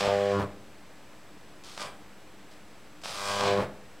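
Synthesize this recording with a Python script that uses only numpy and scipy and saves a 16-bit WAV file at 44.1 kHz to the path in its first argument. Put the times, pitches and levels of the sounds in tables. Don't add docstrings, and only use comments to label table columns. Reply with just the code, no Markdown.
import sys
import numpy as np
from scipy import signal
from scipy.fft import rfft, irfft, next_fast_len
from scipy.io import wavfile

SR = 44100
rng = np.random.default_rng(int(sys.argv[2]) if len(sys.argv) > 2 else 0)


def transcribe(u):
    v = np.clip(np.atleast_2d(u).T, -1, 1)
    q = np.round(v * 32767).astype(np.int16)
    wavfile.write(sys.argv[1], SR, q)


N = 176400
TIME_S = np.arange(N) / SR
FFT_SIZE = next_fast_len(N + SR, real=True)
FREQ_HZ = np.maximum(np.arange(FFT_SIZE // 2 + 1) * SR / FFT_SIZE, 1)
FIRING_HZ, FIRST_FIRING_S = 100.045, .0072


def from_db(db):
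    return 10 ** (np.asarray(db) / 20)


def unit_rms(x):
    return x / np.sqrt(np.mean(np.abs(x) ** 2) + 1e-20)


def over_freq(points):
    hz, value = np.transpose(points)
    return np.interp(np.log(FREQ_HZ), np.log(hz), value)


def envelope(bursts, t_s):
    return sum(from_db(np.interp(t_s, *np.transpose(burst))) * (t_s >= burst[0][0]) * (t_s <= burst[-1][0])
               for burst in bursts)


def tone(spectrum):
    cepstrum = irfft(np.log(from_db(over_freq(spectrum))), FFT_SIZE)
    cepstrum[1:FFT_SIZE // 2] *= 2
    cepstrum[FFT_SIZE // 2 + 1:] = 0
    return unit_rms(np.exp(rfft(cepstrum)))


def filtered(x, response):
    return irfft(rfft(x, FFT_SIZE) * response, FFT_SIZE)[..., :N]


def delay(t_s):
    return np.exp(-2j * np.pi * FREQ_HZ * t_s)


def smear(paths_s, feedback=.55):
    return np.prod([(delay(s) - feedback) / (1 - feedback * delay(s)) for s in paths_s], axis=0)


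def room_response():
    # f/Hz, T60/s
    decay = [(100, 0.7), (500, 0.55), (2000, 0.38), (6000, 0.2), (16000, 0.5)]
    scatter_s = (.00127, .00293, .00471)
    t60_s = over_freq(decay)
    loops = (from_db(-60 * s / t60_s) * delay(s) for s in np.geomspace(.0136, .0452, 14))
    echoes = sum((-1) ** k * loop / (1 - loop) for k, loop in enumerate(loops))
    return unit_rms(echoes * smear(scatter_s, feedback=.6))


def placed(room, wet_db):
    wet = from_db(wet_db)
    return (1 + wet * room) / np.sqrt(1 + wet ** 2)


def clicks(t_s, gain):
    return np.bincount(np.clip(np.round(t_s * SR).astype(int), 0, N - 1), gain, N)


def hits(events):
    t_s, level_db = np.transpose(events)
    return clicks(t_s, from_db(level_db))


def grains(bursts, spread_db, bunch_db, lag_ms, rate_hz=5000):
    born = rng.random(N) < rate_hz / SR
    size = from_db(spread_db * np.minimum(rng.exponential(1, N), 4))
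    sign = rng.choice([-1, 1], N)
    phase = 2 * np.pi * FIRING_HZ * (TIME_S - FIRST_FIRING_S - lag_ms / 1000)
    bunching = from_db(bunch_db * np.cos(phase))
    return envelope(bursts, TIME_S) * unit_rms(born * size * sign * bunching)


def firings(bursts, jitter_ms, uneven_db, polarity_db):
    half_cycle = np.arange(int(N / SR * FIRING_HZ))
    t_s = FIRST_FIRING_S + half_cycle / FIRING_HZ
    lateness, strength = rng.standard_normal((2, len(half_cycle)))
    gain = envelope(bursts, t_s) * from_db(uneven_db * strength + polarity_db * (-1) ** half_cycle)
    return clicks(t_s + jitter_ms * lateness / 1000, gain * np.sqrt(SR / FIRING_HZ))


def sizzle(room):
    # t/s, level/dB
    bursts = [
        [(0, -33), (.06, -56), (.1, -60), (.14, -78)],
        [(1.637, -46.5), (1.655, -47.5), (1.76, -49.5), (1.82, -36.5), (1.84, -45.5)],
        [(2.51, -54), (2.527, -58), (2.54, -59)],
        [(3.015, -50), (3.033, -54), (3.04, -40), (3.06, -38.5), (3.15, -39.5), (3.3, -35), (3.47, -46),
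         (3.51, -65)],
    ]
    # f/Hz, level/dB
    spectrum = [(100, -31.5), (350, -44), (600, -2), (1200, 3), (1900, -4), (3200, 0.5), (5200, 1),
                (6500, -5), (8500, -6.5), (11000, -15.5), (15500, -27)]
    discharge = grains(bursts, spread_db=2, bunch_db=2, lag_ms=1)
    return filtered(discharge, tone(spectrum) * placed(room, wet_db=-2))


def sparks(room):
    # t/s, level/dB
    snap_bursts = [
        [(0, -33), (.07, -36), (.11, -49), (.16, -42), (.4, -46.5)],
        [(1.775, -54), (1.795, -42), (1.817, -36), (1.83, -60), (1.85, -70)],
        [(3.04, -56), (3.06, -58), (3.14, -47), (3.2, -36), (3.3, -32.5), (3.38, -34.5), (3.44, -30.5),
         (3.48, -37), (3.52, -51), (3.59, -60)],
    ]
    stray_bursts = [
        [(0, -25.5), (.07, -41), (.11, -54), (.16, -54)],
        [(1.79, -44), (1.82, -39), (1.835, -49), (1.86, -59)],
        [(3.28, -58), (3.33, -41), (3.39, -34.5), (3.44, -33), (3.48, -27.5), (3.51, -40), (3.6, -50)],
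    ]
    cracks = [(1.7764, -10.5), (1.818, -22), (3.036, -15.5), (3.0563, -6.5), (3.408, 0.5), (3.477, -13),
              (3.574, -9.5)]
    # f/Hz, level/dB
    snap_spectrum = [(60, -6.5), (100, -6.5), (200, 1.5), (300, -24), (420, -3), (570, -2), (700, -4),
                     (800, 4), (900, -2.5), (1050, 2.5), (1250, 2), (1400, -11), (1600, 4), (1750, -13.5),
                     (1900, -6.5), (2150, -5), (2400, 0), (2750, -12), (3300, -4.5), (3700, -12.5),
                     (5100, -8.5), (6300, -18), (8000, -14), (11000, -58), (15500, -51)]
    stray_spectrum = [(60, -6.5), (180, 3), (320, -7), (600, 9), (1200, 6.5), (1900, -1.5), (2700, 2),
                      (4000, -0.5), (5100, -2), (6300, -8.5), (8500, -18), (11000, -26.5), (15500, -35.5)]
    paths_s = (.00023, .00061, .00107)
    snaps = firings(snap_bursts, jitter_ms=.012, uneven_db=-1.04, polarity_db=-.9)
    strays = grains(stray_bursts, spread_db=3, bunch_db=5, lag_ms=1.6)
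    regular = filtered(-snaps, tone(snap_spectrum) * placed(room, wet_db=3))
    irregular = filtered(strays - hits(cracks), tone(stray_spectrum) * placed(room, wet_db=1.5))
    return filtered(regular + irregular, smear(paths_s))


def swells(drive, half_width_s=.005):
    # f/Hz, level/dB
    spectrum = [(50, -8), (100, -10.5), (200, -4), (300, -16.5), (400, 0), (500, 4.5), (600, 3.5),
                (700, -7), (800, -1), (900, -34), (1000, -34), (1100, -3), (1250, -33), (1800, -16),
                (2400, -35), (5000, -48), (15000, -77)]
    # t/s, ratio to mid-climb
    arc_length = [(0, 0.99), (.09, 0.88), (.15, .98), (.31, 1.03), (.36, 1.16), (.41, 2), (3.3, 0.86),
                  (3.45, 1.12), (3.52, 1.07), (3.6, 0.94)]
    reach = 2 * int(half_width_s * SR)
    offsets = np.arange(-reach, reach + 1)
    zero_phase = np.fft.fftshift(irfft(np.abs(tone(spectrum)), FFT_SIZE))
    shape = zero_phase[FFT_SIZE // 2 + offsets] * signal.windows.tukey(len(offsets), .5)
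    pressure = np.zeros(N + len(offsets))
    for i in np.flatnonzero(drive):
        length = np.interp(i / SR, *np.transpose(arc_length))
        swell = np.interp(offsets / length, offsets, shape) / np.sqrt(length)
        pressure[i:i + len(offsets)] += drive[i] * swell
    return pressure[reach:reach + N]


def flame(room, swell_lag_s=.00047, hiss_db=-13.5):
    # t/s, level/dB
    bursts = [
        [(0, -33), (.06, -26), (.1, -25.5), (.2, -28), (.33, -28), (.37, -35.5), (.41, -40)],
        [(3.28, -48), (3.34, -38.5), (3.42, -34), (3.485, -27), (3.54, -26.5), (3.597, -31), (3.607, -52)],
    ]
    flares = [(.0765, 1.5), (3.306, -8), (3.6015, -12)]
    # f/Hz, level/dB
    hiss_spectrum = [(60, -12.5), (300, -19.5), (600, -17), (1200, 2.5), (2500, -0.5), (5000, -5.5),
                     (8000, -16.5), (11000, -27.5), (15500, -37)]
    paths_s = (.00009, .00016, .00029)
    drive = firings(bursts, jitter_ms=.012, uneven_db=.4, polarity_db=.1) + hits(flares)
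    buzz = filtered(swells(drive), delay(swell_lag_s) * smear(paths_s) * placed(room, wet_db=-11.5))
    hiss = from_db(hiss_db) * grains(bursts, spread_db=2.5, bunch_db=2, lag_ms=.93)
    return buzz + filtered(hiss, tone(hiss_spectrum) * placed(room, wet_db=7))


def stretched_arc(room):
    # t/s, level/dB
    buzz_bursts = [
        [(.3, -54), (.34, -32.5), (.37, -29), (.4, -32), (.435, -38), (.465, -42)],
        [(3.52, -65), (3.58, -30.5), (3.61, -34), (3.645, -68), (3.67, -61)],
    ]
    puff_bursts = [
        [(.38, -51), (.398, -30), (.425, -31), (.45, -40)],
        [(3.585, -38), (3.602, -30), (3.645, -32.5), (3.67, -55)],
    ]
    # f/Hz, level/dB
    buzz_spectrum = [(45, -34), (100, 11.5), (200, 11), (300, -1.5), (400, 5.5), (550, -32), (850, -18.5),
                     (1050, 15), (1280, -8), (1400, 3.5), (1550, -21), (1700, -6.5), (2000, -20),
                     (4000, -24.5), (15000, -83)]
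    puff_spectrum = [(30, -17), (90, 2.5), (190, 1.5), (320, 3.5), (600, 2.5), (1200, -3.5), (3000, -20),
                     (15000, -42)]
    drive = firings(buzz_bursts, jitter_ms=.02, uneven_db=0, polarity_db=.2)
    tearing = grains(puff_bursts, spread_db=-3, bunch_db=3, lag_ms=1)
    buzz = filtered(-drive, tone(buzz_spectrum) * placed(room, wet_db=-19))
    puff = filtered(tearing, tone(puff_spectrum) * placed(room, wet_db=-11.5))
    return buzz + puff


def background(air_db=-53, whine_db=-75, hiss_db=-67, whine_hz=7875, whine_width_hz=31):
    # f/Hz, level/dB
    air_spectrum = [(26, -63), (45, -7), (139, -7), (169, -8), (201, -3), (270, -9.5), (297, -2.5),
                    (328, -7.5), (668, -9.5), (737, -10.5), (2060, -15.5), (7950, -28.5), (15800, -37.5)]
    partials = [(199.5, -68.5), (300.5, -67.5), (1701, -77), (2100, -104), (2401, -78), (2702, -79)]
    hiss_spectrum = [(100, 8), (1500, -20), (4000, 3), (15500, 5.5)]
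    air_noise, wander_noise, hiss_noise = rng.standard_normal((3, N))
    air = from_db(air_db) * filtered(air_noise, tone(air_spectrum))
    hum = sum(from_db(db) * np.sqrt(2) * np.sin(2 * np.pi * (hz * TIME_S + rng.random()))
              for hz, db in partials)
    wander = unit_rms(filtered(wander_noise, 1 / (1 + 1j * FREQ_HZ / whine_width_hz) ** 2))
    pitch_hz = whine_hz + whine_width_hz / 2 * wander
    whine = from_db(whine_db) * unit_rms(np.sin(2 * np.pi * np.cumsum(pitch_hz) / SR))
    hiss = from_db(hiss_db) * filtered(hiss_noise, tone(hiss_spectrum))
    return air + hum + whine + hiss * np.array([[1], [-1]])


def scene():
    room = room_response()
    return sparks(room) + sizzle(room) + flame(room) + stretched_arc(room) + background()


def record(dry):
    cutoff_hz, dc_offset = 15900, -.0037
    return dc_offset + filtered(dry, 1 / np.sqrt(1 + (FREQ_HZ / cutoff_hz) ** 300))


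dry = scene()
out = record(dry)
transcribe(out)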